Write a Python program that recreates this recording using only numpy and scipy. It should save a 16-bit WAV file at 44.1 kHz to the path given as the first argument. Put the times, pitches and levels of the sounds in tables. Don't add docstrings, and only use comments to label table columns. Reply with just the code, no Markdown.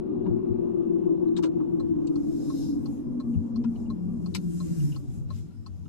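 import sys
import numpy as np
from scipy import signal
from scipy.fft import rfft, irfft
from scipy.io import wavfile
from scipy.ndimage import map_coordinates

SR = 44100
rng = np.random.default_rng(int(sys.argv[2]) if len(sys.argv) > 2 else 0)


def volts(x):
    e = np.asarray(x, float) / 20
    return 10 ** e


def to_wav(s):
    ch = np.atleast_2d(s).T
    pcm = np.round(np.clip(ch, -1, 1) * 32767)
    wavfile.write(sys.argv[1], SR, pcm.astype(np.int16))


N = 259308
HZ = np.maximum(np.arange(N // 2 + 1) * SR / N, 1)
CRUISE_TURNS_PER_S = 6.7


def rms_one(x):
    return x / np.sqrt(np.mean(x ** 2) + 1e-20)


def in_time(rows):
    time_s, *columns = np.transpose(rows)
    return [np.interp(np.arange(N) / SR, time_s, column) for column in columns]


def at_hz(points):
    hz, value = np.transpose(points)
    return np.interp(np.log(HZ), np.log(np.maximum(hz, 1)), value)


def add(out, start_s, sound):
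    i = round(start_s * SR)
    out[..., i:i + sound.shape[-1]] += sound[..., :N - i]


def drift(rate, step=1):
    r = np.exp(-80 * np.pi * rate / SR)
    chance = rng.standard_normal(N // 40 + 2002)
    slow = signal.lfilter([1], [1, -2 * r, r * r], chance)[2000:]
    return np.interp(np.arange(0, N, step) / 40, np.arange(len(slow)), rms_one(slow))


def resonance(x, hz, width_hz):
    r = np.exp(-np.pi * width_hz / SR)
    zeros = np.array([1, 0, -1]) * (1 - r * r) / 2
    return signal.lfilter(zeros, [1, -2 * r * np.cos(2 * np.pi * hz / SR), r * r], x)


def body(x, modes):
    return sum((-1) ** k * volts(db) * resonance(x, hz, width_hz) for k, (hz, width_hz, db) in enumerate(modes))


def noise(spectrum, patchy_db):
    _, _, cells = signal.stft(rng.standard_normal((2, N)), nperseg=1024)
    frames = cells.shape[-1]
    coarse = rng.standard_normal((44, frames // 6 + 2))
    row = 43 * np.log1p(np.arange(513)) / np.log(514)
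    place = np.meshgrid(row, np.arange(frames) / 6, indexing="ij")
    patches = volts(patchy_db * map_coordinates(coarse, place, order=1))
    mottled = signal.istft(cells * patches, nperseg=1024)[1][:, :N]
    coloured = irfft(rfft(mottled) * volts(at_hz(spectrum)), N)
    return rms_one(coloured * volts(.6 * drift(9)))


def stroke_db(t, peak_s, peak_db, swell_s, fade_s):
    contact_db = peak_db - 20 * ((t - peak_s) / np.where(t < peak_s, swell_s, fade_s)) ** 2
    return np.maximum(contact_db, -200)


TREAD_DB = [-9.5, -19.5, -8.5, -11.5, -8, -6.5, 0, -1.3, -9, -5, 3.2, -5, -3.5, -1, -12, -7.5, -8, -7, -12,
            -13]
# crest_s, lift_db, length_s
ORDER_SWELLS = [(0.14, 4, .7), (.25, 5.5, .6), (.95, 3, 0.93), (1.35, 6, .6), (1.5, 4.5, 0.5),
                (1.85, 5.5, .7), (2.1, 3, .6), (2.2, 4.5, .6), (2.6, 10.5, 0.93), (1.7, 9, .5),
                (1.8, -4.5, .8), (.4, -5, .9)]
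SWELLING_ORDERS = [58, 48, 54, 55, 59, 61, 54, 65, 64, 56, 58, 50]
FIRST_ORDER = 48


def tread(turns, waver_db):
    angle = 2 * np.pi * np.cumsum(turns)[::12] / SR
    t = np.arange(len(angle)) * 12 / SR
    out = 0
    for k, db in enumerate(TREAD_DB):
        order = FIRST_ORDER + k
        for (crest_s, lift_db, length_s), swelling in zip(ORDER_SWELLS, SWELLING_ORDERS):
            if swelling == order:
                db = db + lift_db * np.cos(np.pi * np.clip((t - crest_s) / length_s, -.5, .5))
        phase = order * angle + np.pi * k ** 3 / 11 + .25 * drift(.8, 12)
        pair = np.sin(order // 2 * angle + rng.uniform(0, 2 * np.pi))
        shape = np.sin(phase) + volts(-10.5) * pair + volts(-10.5) * np.sin(2 * phase)
        waver = drift(1, 12) + .5 * np.array([drift(1, 12), drift(1, 12)])
        out = out + volts(db + waver_db * waver) * shape
    full = signal.resample_poly(out, 12, 1, axis=1)[:, :N]
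    return rms_one(signal.sosfiltfilt(signal.butter(4, 425, fs=SR, output="sos"), full))


# pitch_hz, width_hz, level_db
CABIN = [(93.2, 25, 0.5), (144.8, 18, 3), (171.9, 15.9, 2), (234.4, 15.7, 3.5), (287.7, 12, 2.5),
         (331.4, 31, 7.5), (373, 56, 1.5)]


def cabin(x):
    run_in = np.concatenate([2 * x[..., :1] - x[..., 4000:0:-1], x], axis=-1)
    return body(run_in, CABIN)[..., 4000:]


# pitch_hz, density_db (per Hz)
RUMBLE = [(12, -48), (20, -20), (50, -10.5), (92, -7.5), (140, -2), (190, -12.5), (260, -26), (600, -80.5)]
# pitch_hz, density_db (per Hz)
DRONE = [(130, -20), (175, -1.5), (232, 3), (262, -2.5), (310, 5), (390, 0.5), (425, -14), (494, -12),
         (600, -19.5), (884, -22.5), (1160, -27), (1290, -34), (1700, -46), (2600, -95)]
# pitch_hz, density_db (per Hz)
FAN = [(320, -31.5), (450, -22.5), (562, -4.5), (686, -7.5), (1280, -14), (1460, -10.5), (1660, -32),
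       (1730, -21.5), (2000, -22), (2600, -55), (4400, -120)]
ROAD_PATCHY_DB = 3.2


def road(speed_db, coarse_db):
    rumble = volts(-51.5 + coarse_db + 11.5) * noise(RUMBLE, ROAD_PATCHY_DB)
    drone_db = -50.5 + 1.7 * speed_db + .21 * coarse_db
    drone = volts(drone_db + 18) * noise(DRONE, ROAD_PATCHY_DB)
    blower = volts(-71.5 + 1) * noise(FAN, ROAD_PATCHY_DB)
    return rumble * volts(-8.5) + cabin(rumble) + drone + blower


# pitch_hz, density_db (per Hz)
RUSH = [(880, -22), (1500, -6.5), (2110, -11), (2670, -8.5), (4090, -17), (5510, -28.5), (7910, -31.5),
        (8980, -28), (11400, -33), (13000, -44.5)]
HISS_PATCHY_DB = 2.3


def rush(turns, speed_db, dull, bright):
    sleeve = bright ** 2 / dull * volts(-14)
    level = np.hypot(volts(-77 + .79 * speed_db), sleeve)
    hiss = level * volts(4) * noise(RUSH, HISS_PATCHY_DB)
    hiss += volts(-2 - 50 * (turns - 6.35) ** 2) * resonance(hiss, 2720, 90) * 1.6
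    hiss[1] = volts(-7.5) * (2.34 * hiss[1] - .35 * hiss[0])
    return hiss


# pitch_hz, width_hz, level_db (at cruising speed)
CAVITY = [(232, 9, -45), (287, 10, -52)]


def cavity(speed_db):
    out = 0
    for hz, width_hz, db in CAVITY:
        ring = resonance(resonance(rng.standard_normal(N), hz, width_hz), hz, width_hz)
        out = out + volts(db) * rms_one(ring)
    return out * volts(.81 * speed_db + .94 * drift(2.3))


# crest_s, peak_db, pitch_hz, length_s
BOOMS = [(.15, -34, 232.3, .16), (.35, -32, 231.5, .18), (.53, -33.5, 229.9, 0.17), (.91, -35, 224.8, 0.16),
         (.99, -32, 178.2, 0.29), (1.27, -38, 173.6, 0.16), (2.82, -31.5, 234, 0.12),
         (2.93, -32.5, 233.6, .1), (3.14, -32, 244.2, .22), (3.32, -24.5, 234.5, 0.25),
         (3.58, -20, 229.4, .08), (3.68, -23, 233.4, .17), (3.91, -27.5, 227.4, .16),
         (4.05, -27.5, 178.8, 0.32), (4.13, -27, 233.6, .14), (4.27, -29, 174.2, 0.21),
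         (4.48, -34, 175.4, .14), (4.6, -30.5, 174.3, .16), (4.87, -25.5, 144.8, .26),
         (5.38, -38, 116.7, .14), (2.71, -31, 313, .2), (2.5, -34, 322, .2), (2.7, -38, 180, .25),
         (4.219, -38.5, 74.9, .12), (4.491, -38.5, 70, .1), (5.3, -32.5, 98.5, .3), (3.68, -33, 177, .14)]


def booms():
    out = np.zeros(N)
    for crest_s, db, hz, length_s in BOOMS:
        t = np.arange(round(length_s * SR)) / SR
        add(out, crest_s - length_s / 2, volts(db) * np.sin(np.pi * t / length_s) * np.sin(2 * np.pi * hz * t))
    return out


# start_s, peak_db, pitch_hz, t60_s
BUMPS = [
    (0.179, -23, 107.5, 0.087),
    (0.256, -19, 182, 0.15),
    (.3, -20.5, 113.9, 0.24),
    (0.5, -16, 110, 0.14),
    (3.345, -18.5, 171.9, 0.16),
    (3.362, -12, 97.6, 0.14),
    (5.72, -26.5, 93.2, 0.15),
    (5.704, -35, 62.5, 0.15),
]


def bumps():
    out, t = np.zeros(N), np.arange(SR // 3) / SR
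    for start_s, db, hz, t60_s in BUMPS:
        push = volts(db - 60 * t / t60_s) * (1 - np.exp(-t / .014))
        add(out, start_s, push * 2 * np.sin(2 * np.pi * hz * t))
    return out


# start_s, peak_db, centre_hz,
# width_hz, t60_s
DETENTS = [(1.3555, -72, 3800, 900, .05), (1.3641, -46, 3500, 1500, 0.055), (1.3645, -51, 7460, 900, 0.054),
           (1.366, -51.5, 1390, 1186, 0.077), (1.374, -49.5, 5500, 3900, 0.064),
           (1.385, -44.5, 880, 650, 0.045), (1.426, -53, 4500, 6000, 0.048),
           (1.4335, -48, 5600, 4000, 0.068), (1.4335, -47.5, 3130, 980, 0.07),
           (1.4376, -39, 1070, 800, 0.074), (1.4325, -47, 1200, 700, .05), (1.426, -51, 1300, 400, 0.045),
           (1.6, -46, 1100, 250, .06), (1.44, -37.5, 472, 199, 0.18), (1.455, -56, 4330, 503, 0.043),
           (1.455, -59.5, 6600, 4000, .08), (3.638, -59.5, 2600, 1300, 0.054),
           (3.639, -47.5, 1010, 910, 0.042), (3.638, -54.5, 5230, 500, .025),
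           (3.64, -65, 5600, 2500, 0.054), (4.341, -44, 4250, 700, 0.03), (4.3442, -50, 6000, 9000, .03),
           (4.3476, -35.5, 4300, 4900, 0.025), (4.352, -39, 4700, 5500, 0.068),
           (4.348, -37, 2150, 900, 0.053), (4.348, -41, 1000, 900, 0.061), (4.35, -50, 11500, 2300, 0.06),
           (4.348, -24.5, 15100, 1246, .01), (2.0682, -51.5, 7350, 900, .03),
           (2.0685, -58.5, 6300, 500, .045), (2.0685, -53, 4630, 460, .025),
           (2.069, -64.5, 2750, 510, 0.059), (2.073, -64, 3800, 2500, 0.047), (.261, -46, 900, 450, .06),
           (.257, -54.5, 1550, 210, 0.056), (4.3478, -26.5, 5600, 5800, .004),
           (4.3488, -25.5, 4300, 4800, .004), (4.3502, -29.5, 5300, 6200, .004), (.256, -48, 590, 180, .07)]
# start_s, peak_db, centre_hz
CREAKS = [(.2445, -78, 3750), (4.801, -59, 2710), (.955, -53.5, 1117), (1.278, -71.5, 4100),
          (1.59, -57, 800), (3.339, -65.5, 2720), (3.613, -61, 853), (3.755, -62, 2900), (3.755, -72, 4500),
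          (3.857, -68.5, 2720), (4.92, -55.5, 2850), (4.945, -55, 2870), (5.855, -59, 1350),
          (5.854, -68, 2920)]
# pitch_hz, width_hz, level_db
SHROUD = [(950, 130, 1.5), (1402, 41, 3), (2340, 540, -6.5), (2605, 54, 2), (2860, 110, 0.5),
          (3400, 150, 3), (3680, 210, 2.5), (4300, 320, 5), (4770, 140, -2), (5180, 270, 3),
          (6480, 89, -1.5), (7860, 190, 4.5), (11700, 150, 0.5)]


def snaps():
    out, t = np.zeros((2, N)), np.arange(SR // 6) / SR
    creaks = [(start_s, db, hz, .17 * hz, .042) for start_s, db, hz in CREAKS]
    for start_s, db, hz, width_hz, t60_s in DETENTS + creaks:
        grains = np.clip(rng.standard_normal(len(t) // 60 + 1), -1.5, 1.5)
        ragged = volts(4 * np.minimum(t / .006, 1) * np.repeat(grains, 60)[:len(t)])
        burst = ragged * rng.standard_normal((2, len(t)))
        burst = rms_one(resonance(resonance(burst, hz, width_hz), hz, width_hz))
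        onset = np.sin(np.pi / 2 * np.minimum(t * hz / 2.2, 1)) ** 2
        add(out, start_s, burst * volts(db - 60 * t / t60_s) * onset)
    return volts(-7.5) * out + body(out + 1e-18, SHROUD)


def reflections(echo_db, t60_s):
    t = np.arange(SR // 10) / SR
    sparse = rng.standard_normal((2, len(t))) * (rng.random((2, len(t))) < .05)
    tail = sparse * volts(echo_db - 60 * t / t60_s)
    tail[:, 0] = 1
    return rfft(tail / np.sqrt(np.sum(tail ** 2, axis=1, keepdims=True)), N)


def relay(events, modes):
    out, t = np.zeros(N), np.arange(SR // 8) / SR
    for start_s, peak_db in events:
        hit = np.zeros(len(t))
        for (hz, db, t60_s), spread_db in zip(modes, rng.normal(0, 1.5, len(modes))):
            build = 1 - np.exp(-t * hz / 4)
            hit += volts(db + spread_db - 60 * t / t60_s) * build * np.sin(2 * np.pi * hz * t)
        rattle = resonance(rng.standard_normal(len(t)), 3500, 6000)
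        hit += volts(-17 - 60 * t / .098) * np.minimum(t / .0048, 1) * rattle
        add(out, start_s - .002, volts(peak_db - 14.5) * hit)
        add(out, start_s + .0051, volts(peak_db - 22) * hit)
    return out


# pitch_hz, level_db, t60_s
TICK = [(605, -2.5, 0.1), (1065.4, 6.5, 0.082), (1320, -2, 0.048), (1738, -15.5, 0.05), (2275, -16, .03),
        (3620, -21, 0.04), (4024, -8.5, 0.03), (4100, -5, 0.037), (4553, -15.5, 0.069), (5500, -25, 0.05),
        (5700, -26.5, .05), (6420, -23, .045), (7900, -28, 0.04)]
# pitch_hz, level_db, t60_s
TOCK = [(811, -7, 0.045), (1065, 2, 0.041), (1304, -5.5, 0.033), (2660, -21.5, .05), (3400, -22.5, 0.027),
        (4300, -.6, 0.0242), (4710, -11, 0.05), (5450, -14, 0.04), (5770, -19, .04), (6200, -23, .03),
        (7240, -26, .04), (8100, -24, 0.05)]


def indicator():
    ticks_s = 1.7993 + .7011 * np.arange(6)
    closing = relay([(s, -38) for s in ticks_s], TICK)
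    opening = relay([(s + .359, -35.5) for s in ticks_s], TOCK)
    return volts(12) * (closing + opening)


# time_s, firing_hz, level_db
SHIFT = [
    (2.25, 133, -71.5),
    (2.45, 136, -39.5),
    (2.75, 141.1, -37.5),
    (2.95, 145.4, -46.5),
    (3.15, 145.8, -73),
]
# time_s, firing_hz, level_db
COAST = [
    (3.75, 106, -69.5),
    (3.95, 101, -49.5),
    (4.3, 94, -45.5),
    (4.6, 88, -48),
    (4.9, 80, -49),
    (5.1, 74, -70.5),
]


def engine():
    (hz, db), (coast_hz, coast_db) = in_time(SHIFT), in_time(COAST)
    phase = 2 * np.pi * np.cumsum(hz) / SR
    climb = volts(db) * (np.sin(phase) + volts(5.5) * np.sin(2 * phase))
    coast = volts(coast_db) * np.sin(2 * np.pi * np.cumsum(coast_hz) / SR)
    return volts(1.6 * drift(4.6)) * (climb + coast)


# firmest_s, level_db, swell_s, fade_s, bright_minus_dull_db
STROKES = [
    (2.36, -70, 0.35, 0.34, 2),
    (2.62, -56.5, 0.35, 0.18, -4),
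    (2.93, -75, 1, 0.17, 5),
    (3.351, -83, 0.23, .2, 4),
    (3.8, -76.5, 0.17, 0.081, 3),
    (4.85, -63, 0.68, 0.2, 4),
    (5.16, -74.5, 0.23, 0.086, 5),
    (5.36, -68, 0.08, 0.14, -0.5),
]


def hand():
    t, power = np.arange(N) / SR, 0
    resting = (5.35, -80.5, 6.4, np.inf, 2)
    for peak_s, db, swell_s, fade_s, bright_db in STROKES + [resting]:
        contact_db = stroke_db(t, peak_s, db, swell_s, fade_s)
        power = power + volts(2 * contact_db + np.array([[0], [2 * bright_db]]))
    return np.sqrt(power)


# pitch_hz, density_db (per Hz)
DULL_RUB = [(880, -48), (1500, -11.5), (2200, -31), (2750, -18.5), (3400, -15.5), (3850, -5), (4000, -9),
            (4250, -5), (4600, -11), (5050, 1.5), (5200, -3), (5400, 1.5), (5800, -9.5), (6200, -6),
            (7800, -30.5), (13200, -119)]
# pitch_hz, density_db (per Hz)
BRIGHT_RUB = [(3410, -45.5), (5800, -11), (6200, -6), (6440, 1.5), (6700, -5), (7100, -1), (7600, -4.5),
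              (8300, -3.5), (9560, -11.5), (11800, -4.5), (12400, -10.5), (13000, -28)]


def rim_rub(dull, bright):
    dull_rub = dull * volts(2.5) * noise(DULL_RUB, HISS_PATCHY_DB)
    return dull_rub + bright * volts(3.5) * noise(BRIGHT_RUB, HISS_PATCHY_DB)


# firmest_s, level_db, swell_s, fade_s
CUFF = [
    (2.9, -82, .2, .3),
    (4.81, -72, .06, .12),
    (4.92, -73.5, 0.26, .09),
    (5.12, -74.5, .3, 0.17),
    (5.37, -65, 0.12, .07),
    (5.5, -74, .15, .12),
    (5.75, -79, 0.28, .4),
]


def cuff():
    t = np.arange(N) / SR
    power = sum(volts(2 * stroke_db(t, *drag)) for drag in CUFF)
    band = signal.butter(2, [1900, 4300], "band", fs=SR, output="sos")
    return np.sqrt(power) * rms_one(signal.sosfilt(band, rng.standard_normal((2, N))))


# time_s, wheel_turns_per_s
SPEED = [(0, 6.706), (.75, 6.36), (1.2, 6.11), (1.7, 5.715), (1.95, 5.505), (2.3, 5.215), (2.75, 4.85),
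         (3.5, 4.2), (4.75, 2.84), (5.3, 1.98), (5.88, 1.5)]
# time_s, tread_hum_db, coarseness_db
DRIVE = [(0, -32.5, -2.5), (.3, -28.5, 5), (.65, -28.5, -1.5), (1.1, -28, -2), (1.4, -29, -1),
         (1.7, -31, -1), (2.0, -30, 0.5), (2.3, -32, -0.5), (2.7, -34.5, 2.5), (3.15, -34, 0.5),
         (3.55, -33.5, 2), (3.9, -38, 5.5), (4.45, -33.5, -3), (4.85, -35.5, 3.5), (5.3, -43.5, 5.5),
         (5.55, -45, -5.5), (5.88, -39.5, -4)]
# pitch_hz, share
LIKENESS = [(30, 1), (380, 0.5), (500, 0.092), (1100, 0.21), (2000, 1), (6000, 0.28), (13000, .3)]
# pitch_hz, difference_db
LEFT_LIFT = [(30, -7), (90, 8.5), (140, -2), (200, 3), (290, -3.5), (380, 5), (450, -3.5), (700, 3.5),
             (1100, 1.5), (1500, 2), (4000, 2), (12000, 0.5)]
RIGHT_LAG_S, RELAY_LAG_S = .0043, .00039


def scene():
    (turns,), (hum_db, coarse_db) = in_time(SPEED), in_time(DRIVE)
    speed_db = 20 * np.log10(turns / CRUISE_TURNS_PER_S)
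    lean_db = 5.5 + 1.09 * (turns - CRUISE_TURNS_PER_S)
    dull, bright = hand()

    hum = volts(hum_db + 3.5) * cabin(tread(turns, waver_db=1.3))
    hum *= volts(-.1 * speed_db * drift(5.2))
    tonal = hum + bumps() + booms() + engine() + cavity(speed_db)
    low = rfft(tonal * volts([0 * lean_db, -lean_db]))

    echo = reflections(echo_db=-18, t60_s=.035)
    wide = rfft(road(speed_db, coarse_db) + rim_rub(dull, bright) + cuff())
    wide += rfft(snaps()) * echo[0] * volts(9)
    clicks = rfft(indicator()) * echo[1]

    alike = np.clip(at_hz(LIKENESS), 0, 1)
    left = wide[0] + low[0] + clicks
    right = (alike * wide[0] + np.sqrt(1 - alike ** 2) * wide[1]) * volts(-1.5) + low[1]
    right += clicks * volts(-3.5) * np.exp(-2j * np.pi * HZ * RELAY_LAG_S)
    right *= np.exp(-2j * np.pi * HZ * RIGHT_LAG_S) * volts(-at_hz(LEFT_LIFT))
    out = irfft(np.array([left, right]), N)
    lag = round(RIGHT_LAG_S * SR) + 8
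    out[1, :lag] = 2 * out[1, lag] - out[1, 2 * lag:lag:-1]
    return out + rush(turns, speed_db, dull, bright)


def low_pass(x):
    return signal.sosfilt(signal.butter(12, 16300, fs=SR, output="sos"), x)


def record(dry):
    shelf = signal.cheby2(10, 30, 12900, fs=SR, output="sos")
    return low_pass(signal.sosfilt(shelf, dry))


dry = scene()
out = record(dry)
to_wav(out)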